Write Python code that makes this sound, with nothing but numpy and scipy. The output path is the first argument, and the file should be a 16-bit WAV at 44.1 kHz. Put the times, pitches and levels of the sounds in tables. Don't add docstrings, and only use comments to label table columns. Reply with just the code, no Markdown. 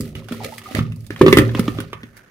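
import sys
import numpy as np
from scipy import signal
from scipy.fft import rfft, irfft
from scipy.io import wavfile

SR = 44100
rng = np.random.default_rng(int(sys.argv[2]) if len(sys.argv) > 2 else 0)


def master(y):
    cut = np.clip(np.atleast_2d(y).T, -1, 1)
    pcm = np.round(cut * 32767)
    wavfile.write(sys.argv[1], SR, pcm.astype(np.int16))


def boost_factor(decibels):
    exponent = np.asarray(decibels, float) / 20
    return 10 ** exponent


N = 101738

# frequency in Hz, level in dB, decay time t60 in seconds.
SINK_MODES = [(80.8, -12.5, 0.3), (108.02, -2, 0.61), (116.1, -3, 0.89), (156.6, 2, 0.32), (206.3, 2, 0.1)]
# frequency in Hz, level in dB, decay time t60 in seconds.
BOWL_MODES = [(230.94, -5.5, 0.39), (250, -8, 0.21), (297, -2.5, 0.11), (342, -22, 0.081),
              (376.7, -4, 0.21), (404.2, -1, 0.17), (504, -0.5, 0.15), (536.6, 1.5, 0.19), (591, -10, 0.17),
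              (668, -12, .12)]
BOOM_PAN_DB, RUB_PAN_DB = -2, -4


def evened(x):
    return x / np.sqrt(np.mean(x ** 2) + 1e-20)


def add(mix, s, sound):
    part = mix[..., round(s * SR):][..., :sound.shape[-1]]
    part += sound[..., :part.shape[-1]]


def colour(x, points):
    f, db = np.transpose(points)
    hz = np.fft.rfftfreq(x.shape[-1], 1 / SR)
    gain = boost_factor(np.interp(np.log(hz + 1), np.log(f + 1), db, -90, -90))
    return evened(irfft(rfft(x) * gain, x.shape[-1]))


def filtered(x, kind, hz, order=2):
    return signal.sosfilt(signal.butter(order, hz, kind, fs=SR, output="sos"), x)


def pan(x, db):
    return x * boost_factor(np.array([[db / 2], [-db / 2]]))


def pair(same, length=N):
    a, b = rng.standard_normal((2, length))
    return np.array([a, same * a + np.sqrt(1 - same ** 2) * b])


def curves(table):
    s, *level = np.transpose(table)
    return [boost_factor(np.interp(np.arange(N) / SR, s, db)) for db in level]


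def ring(modes, spot, favour_hz=None, damping=1, length_s=.5):
    hz, db, t60 = np.transpose(modes)[:, :, None]
    t = np.arange(round(length_s * SR)) / SR
    if favour_hz:
        db = db - 12 * abs(np.log2(hz / favour_hz))
    spot_db = 2.5 * spot[:len(modes), None]
    decay = boost_factor(db + spot_db - 60 * t * damping / t60)
    out = (decay * np.sin(2 * np.pi * hz * t)).sum(0)
    return out / abs(out).max()


def room_air():
    # frequency in Hz, relative spectral density in dB.
    air_spectrum = [(200, -30.5), (400, -3), (600, 2), (1000, -24.5), (3000, -22), (8000, -25),
                    (15000, -25.5), (16500, -52)]
    # frequency in Hz, relative spectral density in dB.
    rumble_spectrum = [(12, -44), (20, -20.5), (43, 5.5), (75, -3.5), (102, -7), (193, -8.5), (300, -11),
                       (390, -35.5), (660, -120)]
    air = boost_factor(-67.5) * colour(pair(.2), air_spectrum)
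    rumble = boost_factor(-55) * colour(pair(.85), rumble_spectrum)
    return air + rumble


def gurgles():
    per_s, cycles, pitches = 180, 5.0, 14
    out = np.zeros((2, N))
    for hz in np.geomspace(420, 4000, num=pitches):
        u = np.arange(0, 3 * cycles, hz / SR)
        envelope = np.minimum(u, 1) * np.exp(-2 * u / cycles)
        blip = envelope * np.sin(2 * np.pi * u * (1 + 0.0056 * u))
        starts = rng.random(N) < per_s / pitches / SR
        strength = boost_factor(3.0 * np.minimum(rng.exponential(1, N), 3))
        out += pan(signal.oaconvolve(starts * strength, blip)[:N], rng.uniform(-13, 18))
    return evened(out)


def rubbing():
    # time in seconds, level of the sink in dB, level of the bowl in dB.
    hum_levels = [(0.0, -24.5, -40), (0.31, -51, -45), (0.44, -39, -41.5), (0.54, -48.5, -53.5),
                  (0.72, -50, -48), (0.79, -34, -38), (0.92, -29.5, -48), (1.11, -40.5, -65.5),
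                  (1.22, -38, -37), (1.35, -18, -36), (1.42, -20.5, -21), (1.51, -41.5, -31.5),
                  (1.63, -26.5, -30.5), (1.91, -39, -50.5), (2.16, -57, -57.5), (2.3, -70, -60.5)]
    # time in seconds, scrape level in dB, hiss level in dB.
    rub_levels = [(0, -48, -43.5), (.03, -49, -50.5), (.09, -53, -54), (.145, -60.5, -67),
                  (.16, -43.5, -53), (.21, -51, -62), (.275, -59.5, -63), (.29, -45, -64),
                  (.34, -45.5, -47), (.42, -45.5, -58), (.45, -35.5, -44), (.5, -46, -51),
                  (.57, -48.5, -49.5), (.63, -50.5, -56), (.66, -42.5, -49.5), (.74, -43.5, -51),
                  (.755, -35, -47), (.775, -33.5, -44), (.805, -44, -52), (.82, -46, -53),
                  (.86, -50.5, -67), (.95, -65, -65), (1.09, -65, -62), (1.115, -47, -61), (1.16, -53, -56),
                  (1.205, -40.5, -53.5), (1.3, -41, -40), (1.42, -39, -42.5), (1.47, -44.5, -54.5),
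                  (1.54, -48, -56.5), (1.585, -32, -47), (1.62, -43.5, -51), (1.67, -44.5, -51.5),
                  (1.74, -46, -50), (1.82, -45.5, -60.5), (1.87, -55, -66.5), (2.0, -53.5, -68),
                  (2.12, -56.5, -67.5), (2.155, -51, -70), (2.175, -47, -52), (2.2, -52, -65.5),
                  (2.31, -56.5, -75)]
    # frequency in Hz, relative spectral density in dB.
    scrape_spectrum = [(350, -18), (600, 0.5), (894, -14.5), (1010, -30.5), (1230, 5.5), (1580, -11),
                       (1930, 0), (4070, -7.5), (6500, -17.5), (8450, -36), (14300, -120)]
    # frequency in Hz, relative density in dB.
    press_spectrum = [(240, -39.5), (400, -7), (523, -10), (1010, -14.5), (1550, -3.5), (2200, -12),
                      (2300, -14), (5030, -30), (6500, -26), (8450, -59), (14300, -120)]
    # frequency in Hz, relative spectral density in dB.
    hiss_spectrum = [(2500, -38.5), (4500, -8.5), (7000, -8.5), (7900, -7.5), (8800, -4.5), (12000, -5),
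                     (15500, -8), (16500, -29)]
    grits_per_s, smooth = 700, .8
    press_from_s, press_fade_s = 1.86, 0.11
    (sink, bowl), (scrape, hiss) = curves(hum_levels), curves(rub_levels)

    strength = boost_factor(3.0 * np.minimum(rng.exponential(1, N), 4))
    grains = (rng.random(N) < grits_per_s / SR) * strength
    roughness = evened(signal.lfilter([1], [1, -.99], grains))
    grit = (smooth + roughness) * pair(.15)

    shake = filtered(rng.standard_normal(N), "low", 428, order=4)
    even_spot = np.zeros(15)
    sink_hum, bowl_hum = [evened(signal.oaconvolve(shake, ring(modes, even_spot))[:N])
                          for modes in (SINK_MODES, BOWL_MODES)]
    hum = sink * sink_hum + bowl * bowl_hum

    pressing = np.clip((np.arange(N) / SR - press_from_s) / press_fade_s, 0, 1)
    loose = colour(grit, scrape_spectrum) + gurgles()
    rub = (1 - pressing) * loose + pressing * colour(grit, press_spectrum)
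    wet = scrape * rub + hiss * colour(grit, hiss_spectrum)
    return pan(hum, BOOM_PAN_DB) + pan(wet, RUB_PAN_DB)


def knocks():
    # start in seconds, bowl level in dB, sink level above the bowl
    # in dB, frequency favoured by the struck spot in Hz, factor on the bowl's damping.
    knock_rows = [(0.002, -13.5, -38, 223, 0.57), (0.155, -25.5, 5.5, 228, 0.44),
                  (0.31, -17, -30, 250, 0.43), (0.322, -16.5, -9, 238, 1.5), (0.454, -30, -6.5, 237, 0.43),
                  (0.747, -12.5, 1, 261, 0.77), (0.786, -7, 0.5, 198, 3.1), (0.803, -21, -17, 198, 0.82),
                  (1.104, -15, -6, 321, 1.4), (1.211, 11.5, -12.5, 366.4, 0.62),
                  (1.262, 5.5, -13, 385, 0.84), (1.28, -1.5, -30, 377, 0.74),
                  (1.327, 7.5, -14.5, 376, 1.45), (1.37, 5.5, -14, 349, 0.71), (1.387, 3, -6.5, 318, 2.8),
                  (1.42, -9.5, -17, 320, 1.6), (1.55, -11, -37, 310, 2.7), (1.593, -1.5, -22, 195, 3.9),
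                  (1.681, -6, -18, 294, 3.4), (1.786, -12.5, -9, 314, 0.79), (1.801, -19.5, -20, 232, 1.36),
                  (1.93, -22, -9, 436, 1.7), (2.034, -25, -12, 248, 1.7)]
    contact_s, thump_t60 = 0.0023, 0.038
    out, t = np.zeros(N), np.arange(SR // 2) / SR
    push = np.hanning(round(contact_s * SR))
    push /= push.sum()
    spots = rng.standard_normal((len(knock_rows), 30))
    for (s, db, sink_db, hz, damping), spot in zip(knock_rows, spots):
        thump = boost_factor(-60 * t / thump_t60) * np.sin(2 * np.pi * hz * t)
        bowl = ring(BOWL_MODES, spot, hz, max(damping, .3)) + thump
        bowl = filtered(bowl, "high", 162.5)
        body = bowl + boost_factor(sink_db) * ring(SINK_MODES, spot[15:])
        add(out, s, boost_factor(db) * signal.oaconvolve(body, push))
    return pan(out, BOOM_PAN_DB)


def clicks():
    # start in seconds, level in dB, treble level above it
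    # in dB, ring frequency in Hz, left over right in dB.
    click_rows = [(0.0074, -37.5, 4.5, 1240, -6.0), (0.1524, -31.5, -14.5, 2930, -7),
                  (0.243, -43, -15, 2860, -8), (0.2856, -30, -16, 1460, -11),
                  (0.3221, -25, -16, 1360, -2.5), (0.4351, -42.5, 0, 1160, -12),
                  (0.4455, -25, -11, 2390, -5), (0.5813, -28, -8.5, 1960, -3),
                  (0.617, -35, -24, 1250, -3.5), (0.7493, -18, -17, 1960, -9),
                  (0.7905, -16.5, -28, 1270, -2.5), (0.9207, -35.5, -17, 2680, -7),
                  (0.9607, -59, 8, 926, -6), (1.0056, -63, 8.5, 870, -8.0), (1.045, -50.5, -9, 2743, -11),
                  (1.0653, -45, -1.5, 3770, -13), (1.1051, -24, -22, 1740, -8.5),
                  (1.1615, -25.5, -27.5, 1870, -4), (1.2146, -6.5, -25.5, 1160, -2.5),
                  (1.2635, -7, -32.5, 1210, -4.0), (1.2817, -7.5, -32, 1140, -3),
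                  (1.3268, -1, -21, 2000, -5.5), (1.3708, -2.5, -17, 1197, -6),
                  (1.3851, -3.5, -17.5, 1920, -3.5), (1.493, -25, -33.5, 1730, -1.5),
                  (1.5488, -17.5, -25.5, 1060, -4.5), (1.5939, -17.5, -12, 1290, -3),
                  (1.6798, -17.5, -27.5, 1230, -4.5), (1.7863, -24, -32, 1210, -3.5),
                  (1.8028, -23, -12.5, 1480, -7), (1.9305, -19.5, -28.5, 1210, -4.5),
                  (2.0319, -29.5, -27, 1890, -3.5), (2.168, -41, -8, 1740, -7.5)]
    # frequency in Hz, level in dB, decay time t60 in seconds.
    rim_modes = [(1128, 0.5, 0.028), (1210, 3, 0.043), (1460, -16, .05), (1680, -16, 0.058),
                 (1797, 5, 0.068), (2038, 8, 0.037), (2146, -13, .04), (2600, -3, .05),
                 (2600, -15.5, 0.065), (3480, 1.5, 0.047), (4120, -11, .03)]
    # frequency in Hz, relative spectral density in dB.
    crack_spectrum = [(400, -40), (800, -11.5), (1200, -4.5), (2200, -2), (3200, -2), (4800, -17),
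                      (6500, -17.5), (9000, -54)]
    # frequency in Hz, relative spectral density in dB.
    treble_spectrum = [(2500, -38), (4500, 2.5), (6500, -5), (9000, -0.5), (12500, -4.5), (15500, -5),
                       (16500, -24)]
    crack_t60, ring_t60, snap_t60, spit_t60 = 0.032, 0.02, 0.0084, 0.053
    lag_s = .0002
    out, t = np.zeros((2, N)), np.arange(SR // 5) / SR
    spots = rng.standard_normal((len(click_rows), 15))
    for (s, db, treble_db, hz, pan_db), spot in zip(click_rows, spots):
        crack = boost_factor(-60 * t / crack_t60) * colour(rng.standard_normal(len(t)), crack_spectrum) / 2
        rim = boost_factor(-1.5) * ring(rim_modes, spot, length_s=.2)
        tone = boost_factor(-0.5 - 60 * t / ring_t60) * np.sin(2 * np.pi * hz * t)
        onset = np.minimum(t / 0.00051, 1)
        left, right = pan(boost_factor(db) * (crack + rim + tone) * onset, pan_db)
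        add(out[0], s, left)
        add(out[1], s + lag_s * np.tanh(spot[-1]), right)

        treble = colour(pair(0.1, len(t)), treble_spectrum) * np.minimum(t / 0.00072, 1)
        treble *= boost_factor(5.5 - 60 * t / snap_t60) + boost_factor(1 - 60 * t / spit_t60)
        add(out, s, pan(boost_factor(db + treble_db) * treble, pan_db / 2))
    return out


def drops():
    # start in seconds, level in dB, starting frequency in Hz, decay time t60 in seconds,
    # half the relative change of frequency per second.
    drop_rows = [(.403, -26.5, 924, 0.066, -5), (.412, -26, 714, 0.066, 4), (.43, -34, 850, 0.028, -3),
                 (.455, -21, 475, 0.036, 6), (.485, -31, 587, 0.071, 4.5), (.522, -29, 820, 0.057, 4.5),
                 (0.657, -28, 1235, 0.1, -0.6), (.685, -35, 764, 0.15, 0), (.71, -25, 300, 0.045, -6)]
    out, t = np.zeros(N), np.arange(SR // 5) / SR
    for s, db, hz, t60, glide in drop_rows:
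        envelope = boost_factor(db - 60 * t / t60) * np.minimum(t / 0.0027, 1)
        add(out, s, envelope * np.sin(2 * np.pi * hz * t * (1 + glide * t)))
    return pan(out, RUB_PAN_DB)


def kitchen(x):
    # frequency in Hz, decay time t60 in seconds.
    tail_decay = [(100, 0.6), (700, 0.26), (2000, 0.21), (5000, 0.1), (13000, 0.12)]
    f, t60 = np.transpose(tail_decay)
    out, turn = np.zeros((2, N)), np.arange(N) / SR * 9
    for k in range(3):
        taps = rng.standard_normal((2, SR // 2)) * (np.arange(SR // 2) > 40)
        hz, t, z = signal.stft(taps, SR, nperseg=256)
        band_t60 = np.interp(np.log(hz + 1), np.log(f), t60)[:, None]
        tail = signal.istft(z * boost_factor(-60 * t / band_t60), SR, nperseg=256)[1]
        tail /= np.linalg.norm(tail[0])
        share = np.sqrt(2 / 3) * np.cos(np.pi * (turn + k / 3))
        out += signal.fftconvolve(x * share, tail, axes=1)[:, :N]
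    return out


def scene():
    background, rubs = room_air(), rubbing()
    boom, sharp = knocks(), clicks() + drops()
    echoes = kitchen(boost_factor(-7) * sharp + boost_factor(-18.5) * boom)
    return boom + sharp + echoes + rubs + background


def band_limit(x):
    return signal.sosfilt(signal.butter(12, 16700, fs=SR, output="sos"), x)


def record(dry):
    cut = filtered(dry, "high", 53)
    clipped = np.clip(cut, -1, 1)
    return band_limit(clipped)


dry = scene()
out = record(dry)
master(out)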